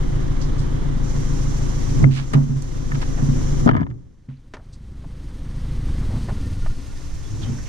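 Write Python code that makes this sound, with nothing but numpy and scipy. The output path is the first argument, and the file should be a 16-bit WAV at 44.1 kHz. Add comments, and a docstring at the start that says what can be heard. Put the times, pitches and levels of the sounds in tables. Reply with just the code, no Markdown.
"""First you hear an engine throbbing at idle, while a boat trailer is pulled by hand across an asphalt yard.
From two seconds on, a camera is gripped and shifted: thumps, scuffs and one hard rattle sound on its
mount, and after each heavy knock the background sinks and creeps back. The sound narrows to a single
microphone, then partly widens. Near the end the engine is switched off and the trailer's wheels squeak."""
import sys
import numpy as np
from scipy import signal
from scipy.fft import rfft, irfft, next_fast_len
from scipy.io import wavfile
from scipy.ndimage import uniform_filter1d

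SR = 44100
rng = np.random.default_rng(int(sys.argv[2]) if len(sys.argv) > 2 else 0)


def transcribe(u):
    """Save the signal u as a 16-bit wav file named by the first command-line argument.

    u: samples, shape (n,) or (channels, n), limited to [-1, 1]; the rate is SR.
    q: integer samples, one column per channel.
    """
    v = np.clip(np.atleast_2d(u).T, -1, 1)
    q = np.round(v * 32767).astype(np.int16)
    wavfile.write(sys.argv[1], SR, q)


N = 338996
TIME = np.arange(N) / SR


def gain_of(db):
    """Turns decibels into a number to multiply by."""
    return 10 ** (np.asarray(db) / 20)


def evened(x):
    """Scales a signal to an average strength (rms) of 1."""
    return x / np.sqrt(np.mean(x ** 2) + 1e-20)


def over_time(points):
    """Joins (time, value) points with straight lines."""
    return np.interp(TIME, *np.transpose(points))


def over_pitch(points, hz):
    """Joins (pitch, value) points, giving each octave equal room."""
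    pitches, values = np.transpose(points)
    return np.interp(np.log(hz + 1), np.log(pitches + 1), values)


def hump(f, hz, octaves):
    """A bell-shaped band of pitches around hz."""
    return np.exp(-.5 * (np.log2((f + 1) / hz) / octaves) ** 2)


def add(mix, start_s, sound):
    """Mixes a stereo sound in at start_s."""
    part = mix[:, max(round(start_s * SR), 0):][:, :sound.shape[1]]
    part += sound[:, :part.shape[1]]


def stereo(mid, side):
    """Both ears share mid; side is added on the left and taken away on the right."""
    return np.array([mid + side, mid - side])


def colour(x, gain):
    """Turns each pitch in x up or down by gain(hz)."""
    size = next_fast_len(x.shape[-1] + 2048)
    return irfft(rfft(x, size) * gain(np.fft.rfftfreq(size, 1 / SR)), size)[..., :x.shape[-1]]


def drift(rate_hz):
    """A smooth random wobble, about 1 in size."""
    knots = signal.resample(rng.standard_normal(1024), 8192)
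    return np.interp(TIME * rate_hz * 16, np.arange(len(knots)), knots)


# How wide the noises sound: pitch_hz, side_over_mid_db
NOISE_WIDTH = [(60, 1), (110, -1), (200, 0.5), (370, 2), (690, 3.5), (1270, 1.5), (2340, -0.5), (4300, -3),
               (7910, 4.5), (14600, 0.5)]
# Which way they lean: pitch_hz, lean (-1 right, 1 left)
NOISE_LEAN = [(30, 0.21), (140, 0.054), (190, -0.32), (240, 0.98), (380, 0.38), (600, 0.46), (1100, -0.65),
              (2000, -0.37), (6000, -0.41), (12000, -0.2)]
def noise(tone):
    """Steady stereo noise, shaped by a table of pitches and levels."""
    common, stray = rng.standard_normal((2, N))
    shape = lambda hz: gain_of(over_pitch(tone, hz))
    wide = lambda hz: shape(hz) * gain_of(over_pitch(NOISE_WIDTH, hz))
    lean = lambda hz: np.clip(over_pitch(NOISE_LEAN, hz), -1, 1)
    mid = colour(common, shape)
    side = colour(common, lambda hz: wide(hz) * lean(hz))
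    side += colour(stray, lambda hz: wide(hz) * np.sqrt(1 - lean(hz) ** 2))
    return stereo(mid, side) / np.std(mid)


# Dips in the background after heavy knocks: start_s, depth_db, hold_s, recovery_s
DIPS = [(2.032, 10, 0.022, 0.74), (2.333, 8, 0.18, 0.9), (3.664, 27, 0.55, 2.25)]
def dip_db(sink_s=.02):
    """How far the background has sunk: a quick fall, a hold, then a return that slows down."""
    deepest = np.zeros(N)
    for start_s, depth_db, hold_s, recovery_s in DIPS:
        sink = np.clip((TIME - start_s) / sink_s, 0, 1)
        remaining = np.clip(1 - (TIME - start_s - hold_s) / recovery_s, 0, 1) ** 1.41
        deepest = np.maximum(deepest, depth_db * sink * remaining)
    return deepest


def switch_off_db(fall_db, fall_s, start_s=6):
    """How far a sound has faded since the engine was switched off."""
    return fall_db * np.clip((TIME - start_s) / fall_s, 0, 1)


# Tone of a broad hiss and of a narrower, sharper sizzle: pitch_hz, relative_db
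HISS_TONE = [(1530, -8), (2600, -3), (3190, -6.5), (4710, -2), (5820, -1), (6270, 0), (7260, -6),
             (8280, -11), (9310, -11.5), (12400, -20.5), (13700, -24), (14500, -52), (15000, -74)]
SIZZLE_TONE = [(4400, -34), (5000, -10.5), (5500, 2), (6200, 2), (7200, -3.5), (7700, -8), (8300, -31),
               (10000, -20), (12500, -32.5), (14000, -49)]
# Their loudness before the dips: time_s, level_db
HISS_LEVEL = [(0, -53), (.99, -53.5), (1.06, -49), (2, -47), (3.7, -48.5), (5.95, -46.5), (6.6, -50.5),
              (7.69, -51)]
SIZZLE_LEVEL = [(0, -64), (1.01, -66), (1.05, -50.5), (2, -49), (2.8, -51.5), (3.6, -48.5), (4.6, -58.5),
                (6.6, -71), (7.5, -50)]
def far_hiss(flicker_db=1):
    """A distant, flickering hiss; after a second it steps up and a sizzle cuts in."""
    hiss = noise(HISS_TONE) * gain_of(over_time(HISS_LEVEL) - dip_db() + flicker_db * drift(25))
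    sizzle = noise(SIZZLE_TONE) * gain_of(over_time(SIZZLE_LEVEL) - dip_db() + flicker_db * drift(25))
    return hiss + sizzle


# Tone of the deep buffeting and of the rumble: pitch_hz, relative_db
BUFFET_TONE = [(6, -19.5), (14, 0.5), (30, -4.5), (42, -13), (65, -10.5), (100, -20), (200, -50),
               (500, -140)]
RUMBLE_TONE = [(8, -17.5), (15, 1.5), (35, -4.5), (70, 2.5), (105, 3), (140, 7), (185, -5.5), (235, -9),
               (280, -2), (320, -8), (400, -15), (520, -26), (800, -52), (1600, -120)]
# Loudness of the rumble before the dips: time_s, level_db
RUMBLE_LEVEL = [(0, -32.5), (2, -31), (3.6, -29), (4.2, -30), (4.8, -26), (5.5, -29.5), (6.3, -28),
                (6.5, -30.5), (7, -38.5), (7.69, -41.5)]
def low_rumble(firings, pulse_depth=.47, buffet_db=-37, buffet_rise_db=6, wobble_db=1):
    """A rumble pulses with the engine, over buffeting that grows as the engine stops."""
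    stopped = np.clip((TIME - 6.6) / .36, 0, 1)
    buffet = noise(BUFFET_TONE) * gain_of(buffet_db - dip_db() + buffet_rise_db * stopped)
    turning = TIME < FIRING_RATE[-1][0]
    pulse = 1 + pulse_depth * np.cos(2 * np.pi * (firings - BODY_LAG)) * turning
    rumble = noise(RUMBLE_TONE) * gain_of(over_time(RUMBLE_LEVEL) - dip_db() + wobble_db * drift(7.3))
    return buffet + pulse * rumble


# The engine idles, then runs down: time_s, firings_per_s
FIRING_RATE = [(0, 27.33), (6, 27.37), (6.27, 25.3), (6.42, 19.6), (6.6, 17), (6.8, 10.5)]
def count_firings(first_s=.0106):
    """How many times the engine has fired so far, as a smoothly rising count."""
    return np.cumsum(over_time(FIRING_RATE)) / SR - first_s * FIRING_RATE[0][1]


BODY_LAG = .28  # the engine's body answers each throb this share of a firing later
# Engine tones; four unequal cylinders add halves and quarters:
# multiple_of_firing_rate, relative_db, side_share (positive leans left)
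ENGINE_TONES = [(.5, -6, 0), (1, 0, .1), (1.5, -18, 0), (2, -9.5, .15), (2.5, -21, .1), (3, -14.5, .3),
                (3.75, -21, -.2), (4, -11, .1), (5, -9.5, -.2), (5.25, -11.5, -.1), (5.5, -19, -.3),
                (6, -16.5, -.1), (7, -30, -1.8), (8, -25, 1.3), (8.34, -23, 1.1), (9, -23, 1.3),
                (9.75, -24.5, 1.2), (10, -21.5, 1.1), (10.5, -28, 1.4), (11, -29, .6), (12, -29, 1.2),
                (13, -25, 1.7), (14, -29, 1.3), (14.25, -35, 1.7), (15, -38, 1), (16, -37, -.9),
                (18, -35, -.1), (19, -34, 1.1)]
def engine(firings, idle_db=-22, body_above_multiple=2.4, loose_multiple=9):
    """Low tones line up into a throb and a chug at each firing; all die as the engine stops."""
    firings = firings + .009 * drift(3)  # the speed is never quite steady
    out = np.zeros((2, N))
    for multiple, db, side in ENGINE_TONES:
        strength = gain_of(db) * (1 + (.04 + .02 * multiple) * drift(5))
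        lag = BODY_LAG * (multiple > body_above_multiple)
        looseness = min((multiple / loose_multiple) ** 3, 1)  # high tones fall out of step
        cycles = multiple * (firings - lag) + looseness * rng.uniform(-.5, .51)
        tone = strength * np.cos(2 * np.pi * cycles)
        out += stereo(tone, side * tone)
    level_db = idle_db - 1.15 * dip_db() - switch_off_db(fall_db=10.5, fall_s=.5)
    running = np.clip((6.85 - TIME) / .39, 0, 1)
    return np.sqrt(2) * out * gain_of(level_db) * running


def engine_stall(firings, peak_s=6.68, spread_s=.048, level_db=-17.5, octave_db=-4):
    """The engine's last slow strokes swell into one deep lurch."""
    swell = gain_of(level_db) * np.exp(-.5 * ((TIME - peak_s) / spread_s) ** 2)
    return swell * (np.cos(2 * np.pi * firings) + gain_of(octave_db) * np.cos(4 * np.pi * firings))


# Tone of tyres on asphalt: pitch_hz, relative_db
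TYRE_TONE = [(200, -32), (400, -4.5), (510, -1), (640, -6.5), (1150, -5.5), (1350, -9.5), (2050, -11.5),
             (2600, -23.5), (3100, -15), (4200, -21), (5500, -48.5), (9000, -120)]
def trailer_tyres(rolling_db=-43.5, grit_db=1):
    """Tyres roll with a gritty noise that gets quieter as the engine runs down."""
    level_db = rolling_db - dip_db() - switch_off_db(fall_db=8.5, fall_s=.65)
    return noise(TYRE_TONE) * gain_of(level_db + grit_db * drift(45))


# Wheel squeaks: start_s, end_s, pitch_hz, level_db, waver (share of the pitch), roughness (0 to 1)
SQUEAKS = [(6.297, 7.73, 1415, -59.5, 0.0075, .6), (6.4, 7.73, 1810, -59.5, 0.0054, 0.7),
           (7.229, 7.31, 3480, -53, .025, .7), (7.418, 7.525, 3170, -47.5, .011, .8),
           (7.432, 7.495, 3040, -47.5, .004, .35)]
def wheel_squeaks(flutter_db=3, side=-.76, onset_share=.047):
    """The trailer's wheels give thin, rasping tones on the right; each catches quickly and fades."""
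    out = np.zeros(N)
    for start_s, end_s, hz, db, waver, roughness in SQUEAKS:
        progress = np.clip((TIME - start_s) / (end_s - start_s), 0, 1)
        swell = np.minimum(progress / onset_share, 1) * np.sqrt(1 - progress)
        cycles = np.cumsum(hz * (1 + waver * drift(20))) / SR
        rasp = evened(colour(rng.standard_normal(N), lambda f: hump(f, hz, octaves=2.6 * waver)))
        voice = np.sqrt(1 - roughness) * np.sin(2 * np.pi * cycles) + np.sqrt(roughness / 2) * rasp
        out += swell * gain_of(db + flutter_db * drift(14)) * voice
    return stereo(out, side * out)


# Brushes, snaps and scrapes: start_s, level_db, swell_s, pitch_hz, width_octaves
SCUFFS = [(.41, -47, 0.013, 5060, 0.37), (.58, -49, 0.017, 4940, 0.63), (2.035, -33, 0.0043, 450, 0.8),
          (2.104, -47.5, 0.023, 2000, 1.04), (2.134, -44, 0.019, 2800, 0.96),
          (2.16, -38.5, 0.015, 1550, 1.1), (2.333, -29, 0.006, 636, 1.4), (2.332, -44, 0.0038, 6900, 0.54),
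          (2.349, -38.5, 0.017, 650, 0.81), (2.621, -42.5, 0.0016, 6300, 0.5),
          (2.945, -40, 0.0053, 1400, 1.26), (3.012, -40, 0.0087, 1400, 1.3),
          (3.17, -42.5, 0.022, 804, 0.79), (3.657, -22, 0.0081, 385, 0.52), (4.286, -53, 0.0084, 650, 1.26),
          (4.305, -67.5, .025, 2300, 0.65), (4.537, -38.5, 0.0051, 900, 1.15),
          (4.537, -48, 0.0043, 5670, 0.28), (4.553, -48, 0.013, 420, 0.78), (4.562, -53, .02, 800, .7),
          (4.366, -65, .003, 4230, 0.13), (4.725, -52.5, 0.009, 5300, 0.42),
          (5.038, -43, 0.0044, 630, 0.74), (6.09, -40, 0.031, 480, 0.9), (6.284, -31, 0.0078, 540, 0.9),
          (6.66, -33.5, 0.0033, 850, 0.78), (7.405, -46, 0.044, 696, 1.2), (7.416, -44.5, .011, 3620, 0.25),
          (7.576, -49.5, 0.015, 1750, .3), (7.651, -49, 0.011, 2190, 0.52)]
def scuffs(side_db=1, grain_db=3, lean=-.8):
    """Fingers and shoes brush in short, grainy strokes that swell and die away."""
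    out, t = np.zeros((2, N)), np.arange(SR // 3) / SR
    for start_s, db, swell_s, hz, octaves in SCUFFS:
        bumps = evened(uniform_filter1d(rng.standard_normal(len(t)), size=60))
        grains = rng.standard_normal((2, len(t))) * gain_of(grain_db * bumps)
        band = lambda f: hump(f, hz, octaves) / (1 + (f / 12500) ** 8)
        mid, stray = evened(colour(grains, band))
        stroke = (t / swell_s * np.exp(1 - t / swell_s)) ** .77
        add(out, start_s, gain_of(db) * stroke * stereo(mid, gain_of(side_db) * (stray + lean * mid)))
    return out


# Shifts of the camera on its mount: peak_s, level_db, rise_and_fall_db_per_s
SHIFTS = [(2.031, -15, 148), (3.712, -20, 75), (7.46, -27.5, 58)]
def camera_shifts(rub_db=-26, rub_top_hz=1600, wobble_db=1):
    """Moving the camera makes a low shudder with a little dull rubbing above it."""
    swell = sum(gain_of(db - slope * abs(TIME - peak_s)) for peak_s, db, slope in SHIFTS)
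    rub = colour(noise(TYRE_TONE), lambda f: 1 / (1 + (f / rub_top_hz) ** 4))
    return swell * gain_of(wobble_db * drift(18)) * (noise(RUMBLE_TONE) + gain_of(rub_db) * rub)


# Natural tones of the camera on its mount:
# pitch_hz, relative_db, ring_s (time to fade 60 dB when damping is 1), side_share
MOUNT_TONES = [(195, -4, .14, .1), (240, 0, .3, 1.1), (265, -2, .25, 1.2), (355, -9, .12, 1.25),
               (409, -6, .08, 1.4), (495, -8, .08, 1.8), (645, -6, .08, 2.1), (790, -10, .07, 2.1),
               (915, -7, .08, 2.1), (1020, -7, .07, -2), (1227, -7, .07, 2), (1437, -10, .05, -2),
               (1600, -10, .05, 2), (1790, -9, .06, -1.9), (2070, -11, .06, 1.8), (2400, -19, .04, -1.6),
               (2720, -21, .04, 1.5), (3030, -17, .07, 1), (3280, -20, .05, -1), (3650, -24, .03, 1)]
def mount_ring(t, weight, damping, scatter):
    """One blow rings the mount's tones, each as strongly as weight(hz); every grip detunes them a bit."""
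    hz, db, ring_s, side = np.transpose(MOUNT_TONES)[:, :, None]
    detune = 1 + scatter * rng.standard_normal(hz.shape)
    direction = (-1) ** ((np.arange(len(hz)) + 1) // 2)[:, None]  # pairs swing opposite ways
    fade = gain_of(db - 60 * t * damping / ring_s)
    tones = direction * weight(hz) * fade * np.sin(2 * np.pi * hz * detune * t)
    mid = tones.sum(0)
    return stereo(mid, (side * tones).sum(0)) / abs(mid).max()


# Hard clacks, single or in one dying rattle:
# start_s, level_db (before trim_db), pitch_hz, width_octaves, tick_db, relative_ring_time
CLACKS = [(2.038, -15, 370, .5, -60, .4), (2.0411, -20, 1000, 1, -43, 0.4),
          (2.0412, -19, 2070, .13, -55, .6), (2.336, -14.5, 614, 1.6, -27, .9),
          (2.918, -24.5, 1800, 0.55, -43, .4), (2.952, -31.5, 1500, 1, -50, .35),
          (3.027, -26, 1400, 1.2, -46, 0.26), (3.66, -14, 380, .9, -55, 0.45),
          (3.668, -20, 650, 1, -50, 0.48), (3.675, -11.5, 896, 1.7, -27, 0.5),
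          (3.68, -15.5, 650, 1, -38, 0.36), (3.69, -7, 950, 1.2, -27, 0.36),
          (3.696, -22, 1000, 1.4, -35, 0.34), (3.706, -33.5, 3080, 0.081, -64, 0.37),
          (3.712, -18.5, 1000, 1.4, -34, 0.56), (3.733, -22, 1000, 1.6, -48, 0.39),
          (3.743, -25, 1190, 1.6, -48, .3), (3.751, -19.5, 1000, 1.3, -48, 0.35),
          (3.765, -24, 1500, 2.4, -33.5, 0.42), (3.769, -21, 1090, 1.2, -50, .33),
          (3.777, -24, 1200, 1.4, -46, 0.38), (3.792, -31, 1400, 0.85, -51, .45),
          (3.799, -28, 1000, 1.5, -52, .33), (3.808, -28, 2000, 2.7, -43, 0.41),
          (3.815, -23.5, 1100, 1.2, -50, .33), (3.821, -35, 890, 1.5, -47, .35),
          (3.83, -32, 2600, 1.5, -53, .38), (3.866, -30, 1200, 2.2, -51, 0.28),
          (3.902, -49, 2500, 1.1, -46, .3), (3.911, -41, 2280, 1.6, -62, 0.3),
          (4.537, -27, 950, 1.5, -30, 0.66), (4.547, -35, 700, 1.2, -50, 0.96),
          (4.568, -32, 1140, .7, -40, 0.7), (6.287, -25.5, 620, 1.6, -65, 0.48)]
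def mount_clacks(trim_db=-1.5, chatter=.092, chatter_s=.0049, tick_s=.0022, low_hz=3200, top_hz=6300):
    """Loose parts strike and chatter, briefly ringing the mount under a dry tick."""
    out, t = np.zeros((2, N)), np.arange(SR // 6) / SR
    tick_band = lambda f: f ** 2 / (f ** 2 + low_hz ** 2) / (1 + (f / top_hz) ** 8)
    for start_s, db, hz, octaves, tick_db, ring_time in CLACKS:
        force = chatter * rng.standard_normal(len(t)) * np.exp(-t / chatter_s)
        force[0] += 1  # the strike itself
        ring = mount_ring(t, lambda f: hump(f, hz, octaves), damping=1.28 / ring_time, scatter=.023)
        body = signal.fftconvolve(ring, force[None], axes=1)[:, :len(t)]
        body /= abs(body.mean(0)).max()
        snap = rng.standard_normal((2, len(t))) * np.exp(-t / tick_s) * (1 - np.exp(-4 * t / tick_s))
        tick = 2 * colour(snap, tick_band)
        add(out, start_s, gain_of(db + trim_db) * body + gain_of(tick_db) * tick)
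    return out


# Soft blows of the hand, and the short low thud under each clack of the rattle (3.677 to 3.812 s): start_s,
# level_db, sway_pitch_hz, ring_over_sway_db, fade_s (to fall 60 dB)
THUMPS = [(2.008, -20, 134, 0, 0.24), (2.036, -4.5, 134.6, -12, 0.49), (2.348, -4, 141.7, -6.5, 0.42),
          (2.493, -12, 139.7, -10, 0.4), (2.559, -13, 137.6, -12.5, 0.16), (2.931, -16, 138.5, -9, 0.31),
          (3.223, -9.5, 140, -6, 0.17), (3.286, -9.5, 139.1, -5.5, 0.43), (3.622, -12, 128.6, -12, 0.22),
          (3.66, -3.5, 152.3, -1.5, 0.093), (3.677, -5, 160, -1, .05), (3.692, -5, 125, -3.5, .06),
          (3.712, -8, 110, -7, .035), (3.732, -13, 150, -4, 0.036), (3.75, -11, 143, 0, 0.04),
          (3.767, -7, 120, -6, .05), (3.779, -8.5, 100, -8, .06), (3.801, -12, 149, -3, 0.044),
          (3.812, -12.5, 151, -2, 0.093), (3.885, -21, 121, -23, 0.31), (4.285, -22.5, 134, -8.5, 0.31),
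          (6.136, -18.5, 114, -6, 0.28), (7.3, -21.5, 104, -29, 0.44), (7.41, -22, 106.3, -20, 0.89),
          (7.485, -18, 135.8, -3.5, 0.39)]
def low_thumps(top_hz=330, rise_s=.004, sway_side=-.29):
    """A soft blow, or the thud under a clack, sways the whole mount and rings only its lowest tones."""
    out, t = np.zeros((2, N)), np.arange(SR // 2) / SR
    lows_only = lambda f: 1 / (1 + (f / top_hz) ** 4)
    main_ring_s = MOUNT_TONES[1][2]
    for start_s, db, hz, ring_db, fade_s in THUMPS:
        sway = np.sin(2 * np.pi * hz * t) * gain_of(-60 * t / fade_s)
        ring = mount_ring(t, lows_only, damping=main_ring_s / fade_s, scatter=.018)
        blow = stereo(sway, sway_side * sway) + gain_of(ring_db) * ring
        add(out, start_s, gain_of(db) * blow * (1 - np.exp(-t / rise_s)))
    return out


def scene():
    """The yard, engine and trailer, with the handling of the camera on top."""
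    firings = count_firings()
    background = engine(firings) + engine_stall(firings) + low_rumble(firings) + far_hiss()
    trailer = trailer_tyres() + wheel_squeaks()
    handling = scuffs() + camera_shifts() + mount_clacks() + low_thumps()
    return background + trailer + handling


# How wide everything sounds: time_s, width (0 one microphone, 1 full stereo)
STEREO_WIDTH = [(3.8, 1), (4.52, 0.01), (6.47, 0), (7.05, 0.59)]
# Tone of the single microphone: pitch_hz, gain_db
SINGLE_MIC_TONE = [(14, 4), (28, -0.5), (60, 6.5), (100, 1), (145, -3.5), (210, 3), (300, -4), (480, -1),
                   (1000, -2), (2500, 0.5), (4300, 0), (6200, -5), (7300, -3.5), (8500, 4), (10500, -1),
                   (14000, 2.5)]
def record(dry, fade_s=.004, top_hz=15200):
    """Two microphones fade to one and partly back; peaks are rounded and the highest treble is cut."""
    width = np.clip(over_time(STEREO_WIDTH), 0, 1)
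    single = colour(dry.mean(0), lambda hz: gain_of(over_pitch(SINGLE_MIC_TONE, hz)))
    heard = width * dry + (1 - width) * single
    rounded = heard / (1 + heard ** 8) ** (1 / 8)
    end_fades = np.clip(np.minimum(TIME, TIME[-1] - TIME) / fade_s, 0, 1)
    treble_cut = signal.firwin(511, top_hz, window=("kaiser", 9), fs=SR)
    return signal.oaconvolve(rounded * end_fades, treble_cut[None], "same")


dry = scene()
out = record(dry)
transcribe(out)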